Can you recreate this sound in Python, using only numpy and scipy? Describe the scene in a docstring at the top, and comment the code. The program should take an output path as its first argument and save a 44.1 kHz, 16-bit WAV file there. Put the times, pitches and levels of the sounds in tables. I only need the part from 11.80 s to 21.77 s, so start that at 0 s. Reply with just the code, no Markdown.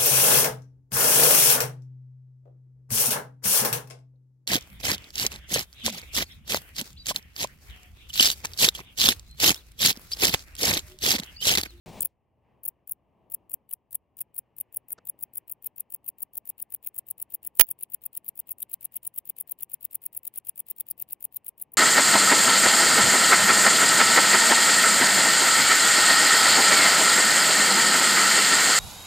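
"""Bush-cricket in dry grass

Single chirps quicken to about nine a second: toothed-file stridulation, a soft opening and a loud closing.
Each tooth impulse excites the resonant wing; air puffs, dry rasps and grass scattering accompany the song.
A short noise rush starts the scene, and a clipped crack on the right coincides with one chirp.
Filtered noise gives the breeze and distant air; a wavering sinusoid gives a far engine."""
import sys
import numpy as np
from scipy import signal
from scipy.fft import rfft, irfft, next_fast_len
from scipy.io import wavfile
from scipy.ndimage import uniform_filter1d, map_coordinates

SR = 44100
rng = np.random.default_rng(int(sys.argv[2]) if len(sys.argv) > 2 else 0)


def transcribe(signal):
    """Save signal, clipped to [-1, 1], as a 16-bit WAV file at the path in sys.argv[1]."""
    frames = np.atleast_2d(signal).T
    limited = np.clip(frames, -1, 1)
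    pcm = np.round(limited * 32767).astype(np.int16)
    wavfile.write(sys.argv[1], SR, pcm)


N = 439677
START_S = .06  # onset of the audible scene

# one wing cycle per chirp: t/s of the main closing stroke, level/dB before the closing gain
CHIRP_TIMES = [(0.2571, -19.5), (0.8869, -20.5), (1.1205, -21.5), (1.5469, -20.5), (1.741, -20),
               (1.9367, -21.5), (2.154, -20.5), (2.4151, -23.5), (2.589, -22.5), (2.811, -22),
               (2.9701, -21.5), (3.1294, -23.5), (3.2972, -21.5), (3.435, -23), (3.5806, -24),
               (3.723, -25.5), (3.8688, -23), (4.0062, -24), (4.1473, -23.6), (4.2884, -21.5),
               (4.4299, -21.5), (4.579, -23), (4.6993, -25), (4.8253, -23), (4.948, -23.5), (5.072, -21.5),
               (5.1886, -22.5), (5.3114, -23.0), (5.4247, -24.0), (5.5478, -21.5), (5.6737, -24),
               (5.7977, -22), (5.9131, -21), (6.0349, -24), (6.1452, -20.5), (6.2632, -23), (6.3749, -23),
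               (6.4893, -23), (6.6003, -24.5), (6.7166, -23.0), (6.8287, -23.5), (6.9402, -22),
               (7.0537, -24), (7.166, -22), (7.2753, -23.5), (7.3862, -21), (7.4992, -22.5), (7.6097, -24),
               (7.7195, -22.5), (7.833, -23), (7.9417, -22.5), (8.0529, -22.5), (8.1547, -22), (8.263, -23),
               (8.3744, -23.5), (8.4769, -23.5), (8.584, -25.5), (8.6947, -21.6), (8.8021, -25.5),
               (8.9105, -24), (9.008, -21), (9.111, -22.8), (9.2235, -22.5), (9.3316, -23), (9.451, -23),
               (9.5688, -24), (9.6899, -28.5), (9.8236, -26)]
# breeze, gusting then steady, before layer gains: t/s, rumble level/dB, distant air level/dB, hiss level/dB
BREEZE_LEVELS = [(0.3, -78.5, -79, -97.5), (0.52, -79.5, -76.5, -94.5), (0.74, -77.5, -69, -83),
                 (1.08, -81.5, -76.5, -93), (1.42, -79.5, -70, -90), (2.14, -80, -76.5, -99.5),
                 (2.51, -82, -74.5, -89), (3.12, -82.5, -71.5, -83), (4.12, -84, -74.5, -87),
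                 (5.2, -85, -74, -86.5)]


def cricket(cycles, opening_db=1, closing_db=-0.87, tint_db=2, lead_s=.0071, lead_length=.0031,
            main_length=0.0052):
    """Stridulation: opening catches, a short lead stroke and the main closing stroke excite the wing."""
    # catches of the file as the wings open: t/s from the strongest, length/s, relative level/dB
    catches = [(-.0195, 0.0039, -12), (-.0092, .0046, -18.5), (0, .0044, -2), (.0047, .0016, -19.5)]
    # extra wing strokes: early ticks, stray flicks and a last opening without a closing:
    # t/s, length/s, level/dB
    extra_strokes = [(.208, 0.0016, -23), (0.221, 0.0025, -22), (.836, 0.0048, -38), (0.854, .0024, -27.5),
                     (5.087, .0068, -39), (6.727, .005, -39), (7.171, 0.0042, -36), (9.115, 0.0049, -33),
                     (9.921, 0.0039, -48), (9.939, 0.0052, -35)]
    # spectrum of one tooth strike on the wing: f/Hz, level/dB
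    wing_colour = [(200, -32), (400, -24.5), (750, -21.5), (1400, -36), (2200, -32), (2850, -32.5),
                   (4000, -41), (6500, -41), (8000, -23), (9500, -11.5), (10800, -2), (12300, -6),
                   (14500, 2), (15750, 1), (16050, -29.5)]
    # thinner spectrum of the opening stroke: f/Hz, level/dB relative to closing
    thin_colour = [(1000, -0.5), (7500, 6), (10500, -9), (12200, -15.5), (13500, -1.5), (16000, -1.5)]
    # shading of the highest partials in the right channel: f/Hz, level/dB
    shade = [(8000, 0), (11000, -1), (12500, -4), (14500, -11), (15800, -9)]
    song = np.zeros((2, N))
    half = .01  # s from the start of a stroke's track to its centre
    firm, soft, slow = .18, .3, .7  # bite of the scraper, as a share of stroke length
    tint_hz = np.linspace(1000, 16000, 16)
    for s, db, lead_db, before, open_db in cycles:
        # the wings never meet quite the same way twice, so each cycle has its own tint
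        tint = np.transpose([tint_hz, tint_db * rng.standard_normal(len(tint_hz))])
        full = np.array([ringing([wing_colour, tint]), ringing([wing_colour, tint, shade])])
        thin = np.array([ringing([wing_colour, tint, thin_colour]),
                         ringing([wing_colour, tint, thin_colour, shade])])
        for offset, length, catch_db in catches:
            luck_db = 2 * rng.normal()  # every catch also varies in level
            gain = amp(opening_db + open_db + catch_db + luck_db)
            add(song, s - before + offset - half, gain * stroke(length, thin, soft, snap=0.65))
        # wing pressure changes from cycle to cycle, and with it the colour of the closing strokes
        closing = full + rng.uniform(-.3, .5) * (thin - full)
        lead = stroke(lead_length, closing, slow, snap=0.36)
        add(song, s - lead_s - half, amp(closing_db + lead_db) * lead)
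        main = stroke(main_length, closing, firm, clump_db=1.5, snap=0)
        add(song, s - half, amp(closing_db + db) * main)
    plain = np.array([ringing([wing_colour]), ringing([wing_colour, shade])])
    for s, length, db in extra_strokes + light_flicks():
        add(song, s - half, amp(db) * stroke(length, plain, soft, snap=.3))
    return song


def stroke(length, wing, bite, tooth_hz=3800, jitter=.2, clump_db=2.5, snap=.8, count=80):
    """Impulse excitation: unevenly gripped teeth ring the wing, as the scraper bites in and slips off."""
    slip, scatter_db = .05, 2.5
    chance = rng.standard_normal((3, count))
    speed = np.exp(0.24 * rng.normal())  # no two strokes run equally fast
    t = (np.arange(count) - count / 2 + jitter * chance[0]) / (tooth_hz * speed)
    u = t / length
    bite_in = 1 + np.tanh((u + .5) / bite)
    slip_off = 1 + np.tanh((.45 - u) / slip)
    force = bite_in * slip_off
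    last_teeth = np.exp(-((u - .35) / .1) ** 2)
    # neighbouring teeth share part of their grip
    grip = amp(clump_db * unit(uniform_filter1d(chance[2], size=3))) * (1 + snap * last_teeth)
    place = np.clip(np.round((t + .01) * SR), 0, SR // 50).astype(int)
    teeth = np.bincount(place, force * grip * amp(scatter_db * chance[1]))
    sound = np.array([np.convolve(teeth, channel) for channel in wing])
    # the left channel of every stroke carries the energy of 4.5 ms at rms 1
    return sound / np.sqrt(np.sum(sound[0] ** 2) / (.0045 * SR))


def wing_cycles(vary_db=1.5, vary_s=0.00028):
    """Rest-dependent drive: longer rest gives harder, wider cycles (s, dB, lead dB, opening lead s, dB)."""
    fast_pause_s, first_rest_s = .11, 0.96  # pause in the fast song; rest before the first chirp
    # values at the fast pause, then changes per second of extra rest
    lead_base_db, open_base_db, open_before_s = -29.5, -34, .0238
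    lead_db_per_s, open_db_per_s, wider_s_per_s = 10, 17, 0.0054
    s, db = np.transpose(CHIRP_TIMES)
    rest = np.append(first_rest_s, np.diff(s)) - fast_pause_s
    luck = rng.standard_normal((len(s), 3)).T
    lead_db = lead_base_db + lead_db_per_s * rest + vary_db * luck[0]
    open_db = open_base_db + open_db_per_s * rest + vary_db * luck[1]
    before = open_before_s + wider_s_per_s * rest + vary_s * luck[2]
    return np.transpose([s, db, lead_db, before, open_db])


def light_flicks(share=0.13, after_s=.013, scatter_s=.003, length=0.0048, db=-50):
    """Random re-excitation: some wings tick again just after closing (rows of s, length s, dB)."""
    luck = rng.random((len(CHIRP_TIMES), 2))
    return [(s + after_s + scatter_s * (2 * u - 1), length, db)
            for (s, _), (p, u) in zip(CHIRP_TIMES, luck) if p < share]


def light_snags(share=0.21, below_db=-33, hz=3100, spread=0.096):
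    """Random frictional catching: some closing strokes snag a little (rows of s, dB, Hz)."""
    luck = rng.random((len(CHIRP_TIMES), 2))
    return [(s, db + below_db, hz * (1 + spread * (2 * u - 1)))
            for (s, db), (p, u) in zip(CHIRP_TIMES, luck) if p < share]


def scuffs(rows, width, length):
    """Resonant filtering: short noise bursts in broad resonances (width as a share of frequency)."""
    track = np.zeros((2, N))
    half = .015  # s
    t = np.arange(2 * round(half * SR)) / SR - half
    f = np.fft.rfftfreq(len(t), 1 / SR)
    for s, db, hz in rows:
        resonance = 1 / (1 + ((f - hz) / (width * hz)) ** 2) ** 2
        rough = irfft(rfft(rng.standard_normal(len(t))) * resonance)
        burst = rough * np.exp(-(t / length) ** 2)
        add(track, s - half, amp(db) * burst / np.sqrt(np.sum(burst ** 2) / (length * SR)))
    return track


def wing_puffs(cycles, puff_hz=122, width=0.0048, puff_db=-33, lead_s=0.0062, vary_db=2):
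    """Air displacement: each jerk of the wings pushes a little air in one low swing."""
    puffs = np.zeros(N)
    half = .015  # s
    t = np.arange(round(2 * half * SR)) / SR - half
    swing = -np.cos(2 * np.pi * puff_hz * t) * np.exp(-(t / width) ** 2)
    for s, db, lead_db, before, open_db in cycles:
        for when, size_db in [(s, db), (s - lead_s, lead_db), (s - before, open_db)]:
            add(puffs, when - half, amp(size_db + puff_db + vary_db * rng.normal()) * swing)
    return puffs * amp([[-1], [1]])  # channel balance, dB


def wing_rub(rub_db=-72, centre_s=0.017, reach_s=0.032, grain_db=3):
    """Sliding friction: a faint dry rasp around each wing cycle, stronger as the song warms up."""
    contact = np.zeros(N)
    t = np.arange(SR // 5) / SR
    touch = np.exp(-((t - t.mean()) / reach_s) ** 4)
    for s in np.transpose(CHIRP_TIMES)[0]:
        add(contact, s - centre_s - t.mean(), touch)
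    warmth = level([(0, -4.5), (3, -3), (6.5, 5.5), (9.3, 7), (10, 0.5)])
    rasp_colour = [(100, -28), (1500, -10.5), (2800, 2.5), (4500, -6.5), (6500, -12), (8500, 1.5),
                   (16000, -6.0)]
    rasp = stereo_noise(rasp_colour, width=0.89)
    return amp(rub_db + grain_db * wobble(350) + 2.2 * wobble(28)) * warmth * contact * rasp


def grass(x, near_db=-16, far_db=-32, far_t60=.055):
    """Scattering: close blades return the song at once; stems further off leave a faint short tail."""
    t = np.arange(SR // 10) / SR
    near_t60 = .011  # s to decay by 60 dB
    echo = 0
    for db, t60 in [(near_db, near_t60), (far_db, far_t60)]:
        tail = rng.standard_normal((2, len(t))) * amp(-60 * t / t60)
        echo = echo + amp(db) * tail / np.linalg.norm(tail[0])
    # the shaded right channel hears a larger share of scattered sound
    return signal.fftconvolve(x, echo * amp([[0], [4]]), axes=1)[:, :N]


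def crack(ring_hz=15690, beat_hz=62, leak_db=-44, rattle_db=-20, ring_db=-12, ring_s=5.814):
    """Overload and beating: two noise bursts on the right, a rattle between, then a very high ring."""
    # the two bursts: t/s, hold/s, level/dB before clipping, release/(dB per s)
    burst_rows = [(5.7961, .004, 1, 8999), (5.8093, 0.0017, 7, 3602)]
    # spectrum of the bursts: f/Hz, level/dB
    burst_colour = [(40, -12), (250, -13), (1050, -12), (1400, -20), (1950, -9.5), (2500, -15.5),
                    (3150, -4.5), (3700, -17), (6000, -16), (9000, -15), (11200, 4), (13000, -9.5),
                    (15650, 3), (16200, -11)]
    first_s = burst_rows[0][0]
    bursts = sum(amp(db) * envelope(s, hold, rise_db_per_s=24997.5, fall_db_per_s=fall)
                 for s, hold, db, fall in burst_rows)
    rattle = amp(rattle_db) * envelope(first_s, hold=0.0094, rise_db_per_s=13001.5, fall_db_per_s=15000.5)
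    # the very slow rise leaves the onset alone; the fall cuts both bursts short
    cutoff = envelope(first_s, hold=.0215, rise_db_per_s=0.5, fall_db_per_s=30000.5)
    burst = (bursts + rattle) * cutoff * noise(burst_colour)
    t = clock() - ring_s
    pair = np.sin(2 * np.pi * ring_hz * t) + .6 * np.sin(2 * np.pi * (ring_hz + beat_hz) * t)
    ring = amp(ring_db) * envelope(ring_s, hold=.003, rise_db_per_s=11999, fall_db_per_s=901) * pair
    return np.array([amp(leak_db) * burst, burst + ring])


def breeze(low_db=4, calming_db_per_s=0.94, grass_db=0):
    """Broadband flow noise: a slowly calming rumble, nearly alike in both channels, and hiss in grass."""
    s, rumble_db, _, hiss_db = np.transpose(BREEZE_LEVELS)
    rumble_colour = [(20, -23.0), (45, -8.5), (70, 1.5), (110, -6.0), (200, -14.5), (600, -60.5)]
    hiss_colour = [(500, -27), (1300, -10), (1900, 1.5), (2900, -0.5), (3600, -19), (9000, -31)]
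    rumble = stereo_noise(rumble_colour, width=0.34)
    hiss = stereo_noise(hiss_colour, width=0.13)
    flicker_db = 2.5 * wobble(15)
    rumble_gain = amp(low_db - calming_db_per_s * clock() + np.interp(clock(), s, rumble_db))
    hiss_gain = amp(grass_db + flicker_db + np.interp(clock(), s, hiss_db))
    return rumble_gain * rumble + hiss_gain * hiss


def meadow(drone_hz=124, waver=0.041, flutter_db=1, air_db=2.5, drone_db=-82, swell_db=6, swell_s=3.1,
           swell_reach_s=1, rush_db=-43):
    """Filtered noise and frequency modulation: distant air, a far engine swelling once, an initial rush."""
    # spectrum of the distant air: f/Hz, level/dB
    air_colour = [(25, -17.5), (70, 1), (130, 1), (250, 1), (500, -2.5), (900, -4), (1150, -10),
                  (1400, -25.5), (2900, -22), (3800, -38), (8000, -46), (16000, -40)]
    # spectrum of the initial rush: f/Hz, level/dB
    rush_colour = [(25, -17.5), (65, -8.5), (130, -5.5), (250, -13.5), (860, -16.5), (1370, -35),
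                   (2350, -27.5), (6900, -37), (10000, -40), (13500, -48.5), (15400, -34), (16200, -55)]
    s, _, gust_db, _ = np.transpose(BREEZE_LEVELS)
    air_gain = amp(air_db + np.interp(clock(), s, gust_db) + flutter_db * wobble(2.5))
    air = air_gain * stereo_noise(air_colour, width=0.36)
    phase = 2 * np.pi * np.cumsum(drone_hz * (1 + waver * wobble(31))) / SR
    swell = np.exp(-((clock() - swell_s) / swell_reach_s) ** 4)
    unsteady_db = 2.5 * wobble(9)
    drone = amp(drone_db + swell_db * swell + unsteady_db) * np.sin(phase)
    rush_gain = amp(rush_db + 1.3 * wobble(80))
    rush_gain = rush_gain * envelope(START_S, hold=.14, rise_db_per_s=15000, fall_db_per_s=339.5)
    rush = rush_gain * stereo_noise(rush_colour, width=0.21)
    return (air + drone + rush) * amp([[1], [-1.5]])  # channel balance, dB


def amp(db):
    """Decibel law: amplitude ratio of a level in dB."""
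    return 10 ** (np.asarray(db) / 20)


def unit(x):
    """Power normalization: scale to rms 1."""
    return x / np.sqrt(np.mean(x ** 2) + 1e-20)


def clock():
    """Uniform sampling: the time of every sample in s."""
    return np.arange(N) / SR


def along(points, hz):
    """Logarithmic frequency scale: interpolate (Hz, value) points."""
    f, v = np.transpose(points)
    return np.interp(np.log(hz + 1), np.log(f + 1), v)


def level(rows):
    """Linear interpolation in dB: gain from (s, dB) rows, -200 dB outside them."""
    s, db = np.transpose(rows)
    return amp(np.interp(clock(), s, db, left=-200, right=-200))


def envelope(s, hold, rise_db_per_s, fall_db_per_s):
    """Exponential growth and decay: gain rises to 1 at time s, holds, then dies away."""
    t = clock() - s
    return amp(rise_db_per_s * np.minimum(t, 0) - fall_db_per_s * np.maximum(t - hold, 0))


def wobble(rate):
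    """Spline interpolation: a smooth random curve, rate knots a second."""
    return map_coordinates(rng.standard_normal(int(N * rate / SR) + 4), [clock() * rate])


def filtered(x, response):
    """Linear filtering: multiply the spectrum by a response of frequency."""
    m = next_fast_len(N + SR // 2)
    return irfft(rfft(x, m) * response(np.fft.rfftfreq(m, 1 / SR)), m)[..., :N]


def noise(colour):
    """Spectral shaping: coloured noise of rms 1."""
    return unit(filtered(rng.standard_normal(N), lambda hz: amp(along(colour, hz))))


def stereo_noise(colour, width):
    """Partial coherence: coloured noise, partly unlike in the two channels."""
    mid, side = noise(colour), width * noise(colour)
    return unit(np.array([mid + side, mid - side]))


def ringing(colours, size=512):
    """Minimum phase: folding the cepstrum gives a causal impulse response of colours in series."""
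    hz = np.fft.rfftfreq(size, 1 / SR)
    cepstrum = irfft(np.log(amp(sum(along(c, hz) for c in colours))))
    cepstrum[1:size // 2] *= 2
    cepstrum[size // 2 + 1:] = 0
    return irfft(np.exp(rfft(cepstrum)))[:size // 2]


def add(track, s, sound):
    """Superposition: mix a sound into a track from time s."""
    part = track[..., max(round(s * SR), 0):][..., :sound.shape[-1]]
    part += sound[..., :part.shape[-1]]


def scene():
    """Superposition: the cricket, its scattered sound, the crack and the background add linearly."""
    # hardest snags of the scraper, heard as a lower rasp: t/s, level/dB, f/Hz
    snags = [(.208, -23, 8280), (.221, -47.5, 3300), (.23, -48.5, 4660), (.258, -52.5, 3420),
             (4.284, -55.5, 2610), (6.828, -43.5, 3560), (6.94, -49, 3940), (7.175, -52.5, 3230),
             (9.008, -50.5, 3270), (9.112, -46, 5030)]
    # light knocks on a stem: t/s, level/dB, f/Hz
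    knocks = [(3.187, -52, 1260), (3.187, -52, 440), (3.185, -58, 4900), (3.345, -60, 456)]
    cycles = wing_cycles()
    song = cricket(cycles) + scuffs(snags + light_snags(), width=0.15, length=0.002)
    stem = scuffs(knocks, width=.55, length=.0045)
    return song + grass(song) + wing_puffs(cycles) + wing_rub() + stem + crack() + meadow() + breeze()


def record(dry):
    """Saturation and band limiting: silence before the onset, clipping at full scale, then a low-pass."""
    top_hz = 16575  # half-amplitude point of the low-pass
    clipped = np.clip(dry * (clock() > START_S), -1, 1)
    return filtered(clipped, lambda hz: (1 - np.tanh((hz - top_hz) / 200)) / 2)


dry = scene()
out = record(dry)
transcribe(out)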